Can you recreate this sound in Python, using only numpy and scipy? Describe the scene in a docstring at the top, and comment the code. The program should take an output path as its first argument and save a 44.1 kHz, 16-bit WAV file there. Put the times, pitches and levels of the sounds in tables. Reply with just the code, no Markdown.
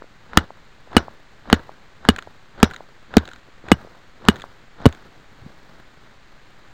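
"""Forest floor beside a trunk: the back of a hatchet drives a wooden stake into needle-covered ground.
Each swing swishes and brushes the litter (shaped noise); the blow cracks, thumps and rings the steel
head (decaying sines), a scattered echo follows, then crumbs fall (short noise puffs).
A quiet forest hiss and low rumble (coloured noise) lie under it all; the close, small microphone overloads."""
import sys
import numpy as np
from scipy import signal
from scipy.fft import rfft, irfft
from scipy.io import wavfile

SR = 44100
rng = np.random.default_rng(int(sys.argv[2]) if len(sys.argv) > 2 else 0)


def store_pcm(level_fs):
    """Save levels as 16-bit WAV."""
    pcm = np.round(np.clip(level_fs, -1, 1) * 32767).astype(np.int16)
    wavfile.write(sys.argv[1], SR, np.atleast_2d(pcm).T)


N = 296788
TIME_S = np.arange(N) / SR


def amp(db):
    """Decibels to gain."""
    return 10 ** (np.asarray(db, float) / 20)


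def add_at(out, start_s, sound):
    """Mix a sound into out, in place, from the given time."""
    out[round(start_s * SR):][:len(sound)] += sound


def clicks(times_s, gains):
    """Single samples of the given heights, on a floor too faint to hear."""
    out = np.full(N, 1e-18)
    np.add.at(out, np.round(np.asarray(times_s) * SR).astype(int), gains)
    return out


def fade(x, t60_s):
    """A unit click becomes a level that dies away exponentially, 60 dB per t60."""
    return signal.lfilter([1], [1, -amp(-60 / (t60_s * SR))], x)


def coloured(spectrum):
    """Noise of rms 1 with the given spectrum, interpolated over log frequency."""
    hz, db = np.transpose(spectrum)
    grid_hz = np.fft.rfftfreq(N, 1 / SR) + 1    # +1 avoids log(0)
    gain = amp(np.interp(np.log(grid_hz), np.log(hz), db))
    x = irfft(rfft(rng.standard_normal(N)) * gain, N)
    return x / x.std()


def lumpy(rate_hz, depth_db):
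    """A gain that wanders randomly at about the given rate: low-passed noise, read in dB."""
    knot_hz = 400
    knots = rng.standard_normal(int(N / SR * knot_hz) + 2)
    r = np.exp(-2 * np.pi * rate_hz / knot_hz)
    slow = signal.lfilter([1], [1, -r], knots) * np.sqrt(1 - r * r)
    return amp(depth_db * np.interp(TIME_S * knot_hz, np.arange(len(slow)), slow))


# microphone housing resonances: (f/Hz, width/Hz, level/dB)
HOUSING_MODES = [(1463, 280, 9), (3870, 710, -3), (6740, 530, -10.5), (9500, 1500, -35),
                 (14000, 3200, -36.5)]


def housing(x):
    """Broad parallel resonances, alternating in sign, colour bright noise near the microphone."""
    out = 0
    for k, (hz, width_hz, db) in enumerate(HOUSING_MODES):
        r = np.exp(-np.pi * width_hz / SR)
        zeros = (1 - r * r) / 2 * np.array([1, 0, -1])
        poles = [1, -2 * r * np.cos(2 * np.pi * hz / SR), r * r]
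        out = out + (-1) ** k * amp(db) * signal.lfilter(zeros, poles, x)
    return out


HISS_DB = -52
# forest hiss and rumble, relative spectrum: (f/Hz, density/dB)
HISS_SPECTRUM = [(14, 2), (25, 1.5), (60, -11.5), (120, -8), (250, -15.5), (600, -19), (1900, -14.5),
                 (2700, -21), (4200, -22.5), (5500, -32.5), (7000, -30), (9500, -44), (15600, -48.5),
                 (15900, -75.5)]


def forest():
    """Steady coloured noise whose level wanders slightly."""
    return amp(HISS_DB) * coloured(HISS_SPECTRUM) * lumpy(3.8, 0.22)


SWISH_DB, SWISH_S = -37.5, 0.052
RUSTLE_DB, RUSTLE_T60_S = -19, 0.19
RUSTLE_FOLLOWS = 0.75    # dB of rustle per dB of echo
FALL_S = 0.066           # blow to loudest patter
GRAIN_DB = 2.5           # fast unevenness
DULL_TOP_HZ = 4500       # low-pass on swish and rustle
# needle noise, relative spectrum: (f/Hz, density/dB)
NEEDLE_SPECTRUM = [(150, 8.5), (400, 4.5), (1000, 1.5), (1600, 1.5), (2500, -16.5), (4000, -10.5),
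                   (7000, -23.5), (11000, -26.5)]
# slow stir of the litter, livelier after the last blow: (t/s, level/dB)
STIR_LEVELS = [(0.0, -57.5), (4.85, -57.5), (5.1, -55), (5.3, -56), (5.45, -51.5), (5.6, -51.5),
               (5.79, -50.5), (5.87, -57.5), (6.05, -53), (6.2, -56.5), (6.73, -54)]
# blows on the stake, the last landing twice: (t/s, head's freedom to ring [0-1], crack level/dB,
# crack f/Hz, thump level/dB, thump starting f/Hz, share of thump f lost [0-1], thump length/s,
# ground level/dB, bend level/dB, twist level/dB, echo level/dB, falling dirt level/dB)
HITS = [(0.373, 0.98, 15.5, 1291, 6.5, 240, 0.14, 0.0049, -10.5, -15.5, -46.5, -11, -65),
        (0.9666, 0.61, 9, 1247, 5.5, 255, 0.09, 0.0058, -12, -0.5, -37, -8, -55),
        (1.5283, 0.31, 6.5, 1240, 3.5, 238, 0.05, 0.0075, -10.5, -0.5, -46, -8, -52.5),
        (2.0880, 0.65, 8, 1220, 2, 260.3, 0.2, 0.0089, -9, -2.5, -50, -9.5, -57),
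        (2.6294, 0.42, 16, 1271, 7, 235.5, .04, 0.0075, -9, -5, -33, -7, -52.5),
        (3.1687, 0.3, 10.5, 1128, 11, 248, 0.14, 0.0063, -8.5, -21, -60, -10, -54),
        (3.7168, 0.7, 10, 1226, 7.5, 329, 0.62, 0.0067, -13.5, -4.5, -46, -19, -53),
        (4.2855, .9, 11, 1306, 3, 233.6, 0.09, 0.0094, -12.5, -10.5, -46, -10.5, -48),
        (4.8563, 0.74, -1, 1066, -3, 243.5, 0.03, 0.015, -16.5, -13.5, -58, -20, -51.5),
        (4.8633, 0.4, -6.5, 910, 3.5, 187.5, 0.61, 0.0084, -8, -31, -62, -41.5, -70)]


def litter():
    """Needle noise: dull swish into each blow, dull rustle dying after it, later patter of dirt, slow stir."""
    s, echo_db, dirt_db = np.transpose(HITS)[[0, 11, 12]]
    lead_s = s[:, None] - TIME_S
    swung = np.diff(s, prepend=0) > .1    # the second landing has no swing of its own
    swish = amp(SWISH_DB) * swung @ (np.exp(-(lead_s / SWISH_S) ** 2) * (lead_s > 0))
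    rustle = fade(clicks(s, amp(RUSTLE_DB + RUSTLE_FOLLOWS * echo_db)), RUSTLE_T60_S)
    since = np.maximum(-lead_s, 0) / FALL_S
    patter = amp(dirt_db) @ (since * np.exp(1 - since))
    stir = amp(np.interp(TIME_S, *np.transpose(STIR_LEVELS)))
    needles = coloured(NEEDLE_SPECTRUM) * lumpy(50, 2.1) * lumpy(150, GRAIN_DB)
    dull = signal.lfilter(*signal.butter(2, DULL_TOP_HZ, fs=SR), needles)
    return dull * (swish + rustle) + needles * (patter + stir)


# dull pops, low ones like bumps on the ground: (t/s, level/dB, f/Hz)
DULL_POPS = [(0.0195, -26, 510), (0.0215, -25, 1070), (0.0405, -34, 476), (0.3575, -32, 1220),
             (0.5045, -23.5, 790), (0.8735, -35.5, 605), (0.9205, -29, 900), (0.933, -27, 960),
             (0.948, -25, 330), (1.0815, -21, 805), (1.6925, -22.5, 790), (2.2725, -26, 640),
             (2.8055, -24.5, 696), (3.2825, -28.5, 630), (3.4845, -37, 430), (3.6385, -32.5, 373),
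             (3.730, -14.5, 124), (3.8465, -29.5, 460), (3.8715, -33.5, 530), (3.9485, -37.5, 750),
             (4.043, -47, 303), (4.4395, -19.5, 920), (4.8025, -33, 750), (5.0865, -41.5, 371),
             (5.414, -34.5, 109), (5.427, -43, 157), (5.433, -38.5, 262), (5.442, -37, 117),
             (5.459, -27.5, 182), (5.47, -42, 305), (5.5025, -37, 600)]
# swing brushing the litter just before a blow:
# (t/s, grit level/dB, treble level/dB, pop level/dB, pop f/Hz)
SWING_BRUSHES = [(0.333, -20, -11, -21.5, 1200), (0.930, -19, -12, -22.5, 1000), (1.5, -10.5, 3, -7, 1290),
                 (2.051, -12, -9, -15.5, 1270), (2.601, -15, -6, -29.5, 373),
                 (3.1392, -8.5, -36, -22.5, 746), (3.685, -9.5, -24, -27, 506), (4.2515, -25, 7, -24, 800),
                 (4.816, -18.5, -18, -28, 900)]


def pops():
    """Pops, also one with each brush: a sine of a cycle or two under a Gaussian swell."""
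    out = np.zeros(N)
    t = np.arange(SR // 10) / SR
    brush_pops = [(s, db, hz) for s, _, _, db, hz in SWING_BRUSHES]
    for s, db, hz in list(DULL_POPS) + brush_pops:
        turns = hz * t - 1.2
        swell = np.exp(-(turns / 0.53) ** 2)
        add_at(out, s, amp(db) * swell * np.sin(1.1 - 2 * np.pi * turns))
    return out


BRUSH_T60_S, BRUSH_BODY_DB = .01, -10.5
CRUMB_BODY_DB, BODY_PER_TREBLE = -22.5, -1.02    # brighter crumb, thinner body
LANDING_S = 0.00055    # rise time constant
# crumbs and twigs landing: (t/s, level/dB, t60/s, treble level/dB)
FALLEN_CRUMBS = [(2.162, -7.5, 0.0086, 0.5), (2.184, -13, 0.011, -22), (2.1872, -8, 0.016, -5),
                 (2.224, -28, 0.0068, 15), (2.702, -26, 0.0089, 5), (2.71, -17.5, 0.02, -19),
                 (2.7354, -19, 0.018, -1), (2.742, -26.5, 0.016, 9.5), (2.762, -25.5, 0.01, 14.5),
                 (3.2536, -26, 0.0094, 11), (3.276, -31, 0.015, 12), (3.288, -28, 0.012, 11),
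                 (3.314, -22, 0.013, 0), (3.3332, -31.5, 0.013, 13), (3.337, -36, 0.0085, 8),
                 (3.36, -38, 0.014, 12), (3.739, -8, 0.0027, -19), (4.358, -21, 0.011, 5.5),
                 (4.365, -25, 0.011, 7), (4.398, -20.5, 0.015, -2), (4.407, -23, 0.013, 0),
                 (4.419, -24.5, 0.013, 11), (4.888, -18, 0.011, -26), (4.926, -18.5, 0.0035, 14.5),
                 (4.948, -22, 0.0077, 3)]


def crumbs():
    """Each crumb or brush is a short gritty noise puff with its own share of body and treble."""
    puffs = []
    for s, db, t60_s, treble_db in FALLEN_CRUMBS:
        puffs.append((s, db, t60_s, treble_db, CRUMB_BODY_DB + BODY_PER_TREBLE * treble_db))
    for s, db, treble_db, *_ in SWING_BRUSHES:
        puffs.append((s, db, BRUSH_T60_S, treble_db, BRUSH_BODY_DB))
    grit, body = np.zeros((2, N))
    t = np.arange(2048) / SR
    for s, db, t60_s, treble_db, body_db in puffs:
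        envelope = amp(db - 60 * t / max(t60_s, .002)) * (1 - np.exp(-t / LANDING_S))
        puff = rng.standard_normal(len(t)) * envelope
        dull = signal.lfilter(*signal.butter(1, 2200, fs=SR), puff)
        add_at(grit, s, dull + (puff - dull) * amp(treble_db))
        add_at(body, s, puff * amp(body_db))
    body_band = signal.butter(1, [350, 1100], "band", fs=SR)
    return housing(grit) + signal.lfilter(*body_band, body)


# steel head bending, t60 when fully free: (f/Hz, level/dB, t60/s)
BEND_MODES = [(2918, 0, .055), (8108, -13, .045), (13945, -27, .05)]
# steel head twisting: (f/Hz, level/dB, t60/s)
TWIST_MODES = [(5211, 0, .13), (5814, -1, .14), (12510, -8, .06)]


def steel():
    """Head modes ring on, levels set per blow: bending is cut short by the wood, the fainter twist is not."""
    out, t = np.zeros(N), np.arange(SR // 4) / SR
    for s, freedom, bend_db, twist_db in np.array(HITS)[:, [0, 1, 9, 10]]:
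        for modes, blow_db, share in ((BEND_MODES, bend_db, freedom), (TWIST_MODES, twist_db, 1)):
            for hz, db, t60_s in modes:
                decay = amp(blow_db + db - 60 * t / (t60_s * share))
                add_at(out, s, decay * np.sin(2 * np.pi * hz * t))
    return out


CONTACT_S = .0003                         # loading time constant of the end grain
PUFF_DB, PUFF_T60_S = -4.5, 0.015         # splinters, dB relative to the crack
ECHO_S, ECHO_T60_S = 0.011, 0.034
# struck end grain: (f as a multiple of the crack f, level/dB, t60/s)
GRAIN_MODES = [(1.002, 8.5, 0.007), (1.38, 5, 0.0089), (1.9, -8, 0.0071), (2.601, 2, 0.0049)]


def crack():
    """End grain modes at levels varying per blow, a splintering puff, scattered echo from trunk and ground."""
    times_s, crack_db, crack_hz, echo_db = np.transpose(HITS)[[0, 2, 3, 11]]
    wood, t = np.zeros(N), np.arange(SR // 20) / SR
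    load = 1 - np.exp(-t / CONTACT_S)
    for s, blow_db, hz in zip(times_s, crack_db, crack_hz):
        for multiple, level_db, t60_s in GRAIN_MODES:
            own_db = rng.normal(0, 1.5)
            decay = amp(blow_db + level_db + own_db - 60 * t / t60_s)
            add_at(wood, s, decay * np.sin(2 * np.pi * multiple * hz * t) * load)
    splinters = fade(clicks(times_s, amp(crack_db + PUFF_DB)), PUFF_T60_S)
    puff = housing(rng.standard_normal(N) * splinters)
    arrivals = clicks(times_s + ECHO_S, amp(echo_db))
    swell = fade(arrivals, ECHO_T60_S) - fade(arrivals, 0.004)    # soft onset
    return wood + puff + housing(rng.standard_normal(N) * swell)


THUMP_LAG_S = .001                            # phase lag of the swing
SAG_S = 0.0085                                # time constant of the pitch drop as the stake gives
OVERTONE_DB, OVERTONE_RATIO = -8.5, 1.775     # relative to the thump
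# stake lingering after the thump: (f as a multiple of the thump f, level/dB, t60/s)
STAKE_MODES = [(0.968, -24.5, 0.083), (1.349, -1.5, 0.027), (1.9, -22.5, 0.029)]
# ground under the stake: (f/Hz, level/dB, t60/s, lag/s)
GROUND_MODES = [(79.2, -0.5, 0.11, 0.0032), (46.3, -14.5, 0.091, 0.0017)]


def thump():
    """The stake swings a few times, sinking in pitch, until the soil grips it; the ground answers later, lower."""
    out = np.zeros(N)
    t = np.arange(SR // 3) / SR
    for s, _, _, _, thump_db, hz, sag, length_s, ground_db, *_ in HITS:
        sunk_s = np.clip(sag, 0, .8) * (t - SAG_S * (1 - np.exp(-t / SAG_S)))
        # starts at negative phase: first gives way, then springs back
        phase = 2 * np.pi * hz * (t - THUMP_LAG_S - sunk_s)
        push = np.sin(phase) + amp(OVERTONE_DB) * np.sin(OVERTONE_RATIO * phase)
        push *= np.exp(-(t / length_s) ** 2)
        for multiple, db, t60_s in STAKE_MODES:
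            push += amp(db - 60 * t / t60_s) * np.sin(multiple * phase)
        push *= amp(thump_db) * (1 - np.exp(-t / 0.000091))
        for low_hz, db, t60_s, lag_s in GROUND_MODES:
            late = np.maximum(t - lag_s, 0)
            push -= amp(ground_db + db - 60 * late / t60_s) * np.sin(2 * np.pi * low_hz * late)
        add_at(out, s, push)
    return out


def scene():
    """All sources summed at one microphone."""
    return (forest() + litter() + pops() + crumbs() + steel() + crack() + thump())[None]


NOTCH_HZ, NOTCH_WIDTH_HZ = 11000, 3500
OFFSET = -.004
CUTOFF_HZ = 16500    # stopband edge


def record(dry):
    """Port notch in the treble, input overload into flat tops, slight offset from zero, steep top cut."""
    w, r = 2 * np.pi * NOTCH_HZ / SR, np.exp(-np.pi * NOTCH_WIDTH_HZ / SR)
    deep = r ** .12    # zero radius: nearer 1 digs deeper
    zeros = np.array([1, -2 * deep * np.cos(w), deep ** 2])
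    poles = np.array([1, -2 * r * np.cos(w), r * r])
    heard = signal.lfilter(zeros * poles.sum() / zeros.sum(), poles, dry)    # unity gain at 0 Hz
    flat = np.clip(heard, -.985, .99) + OFFSET
    top_cut = signal.cheby2(16, 50, CUTOFF_HZ, fs=SR, output="sos")
    return np.clip(signal.sosfilt(top_cut, flat), -1, 1)


dry = scene()
out = record(dry)
store_pcm(out)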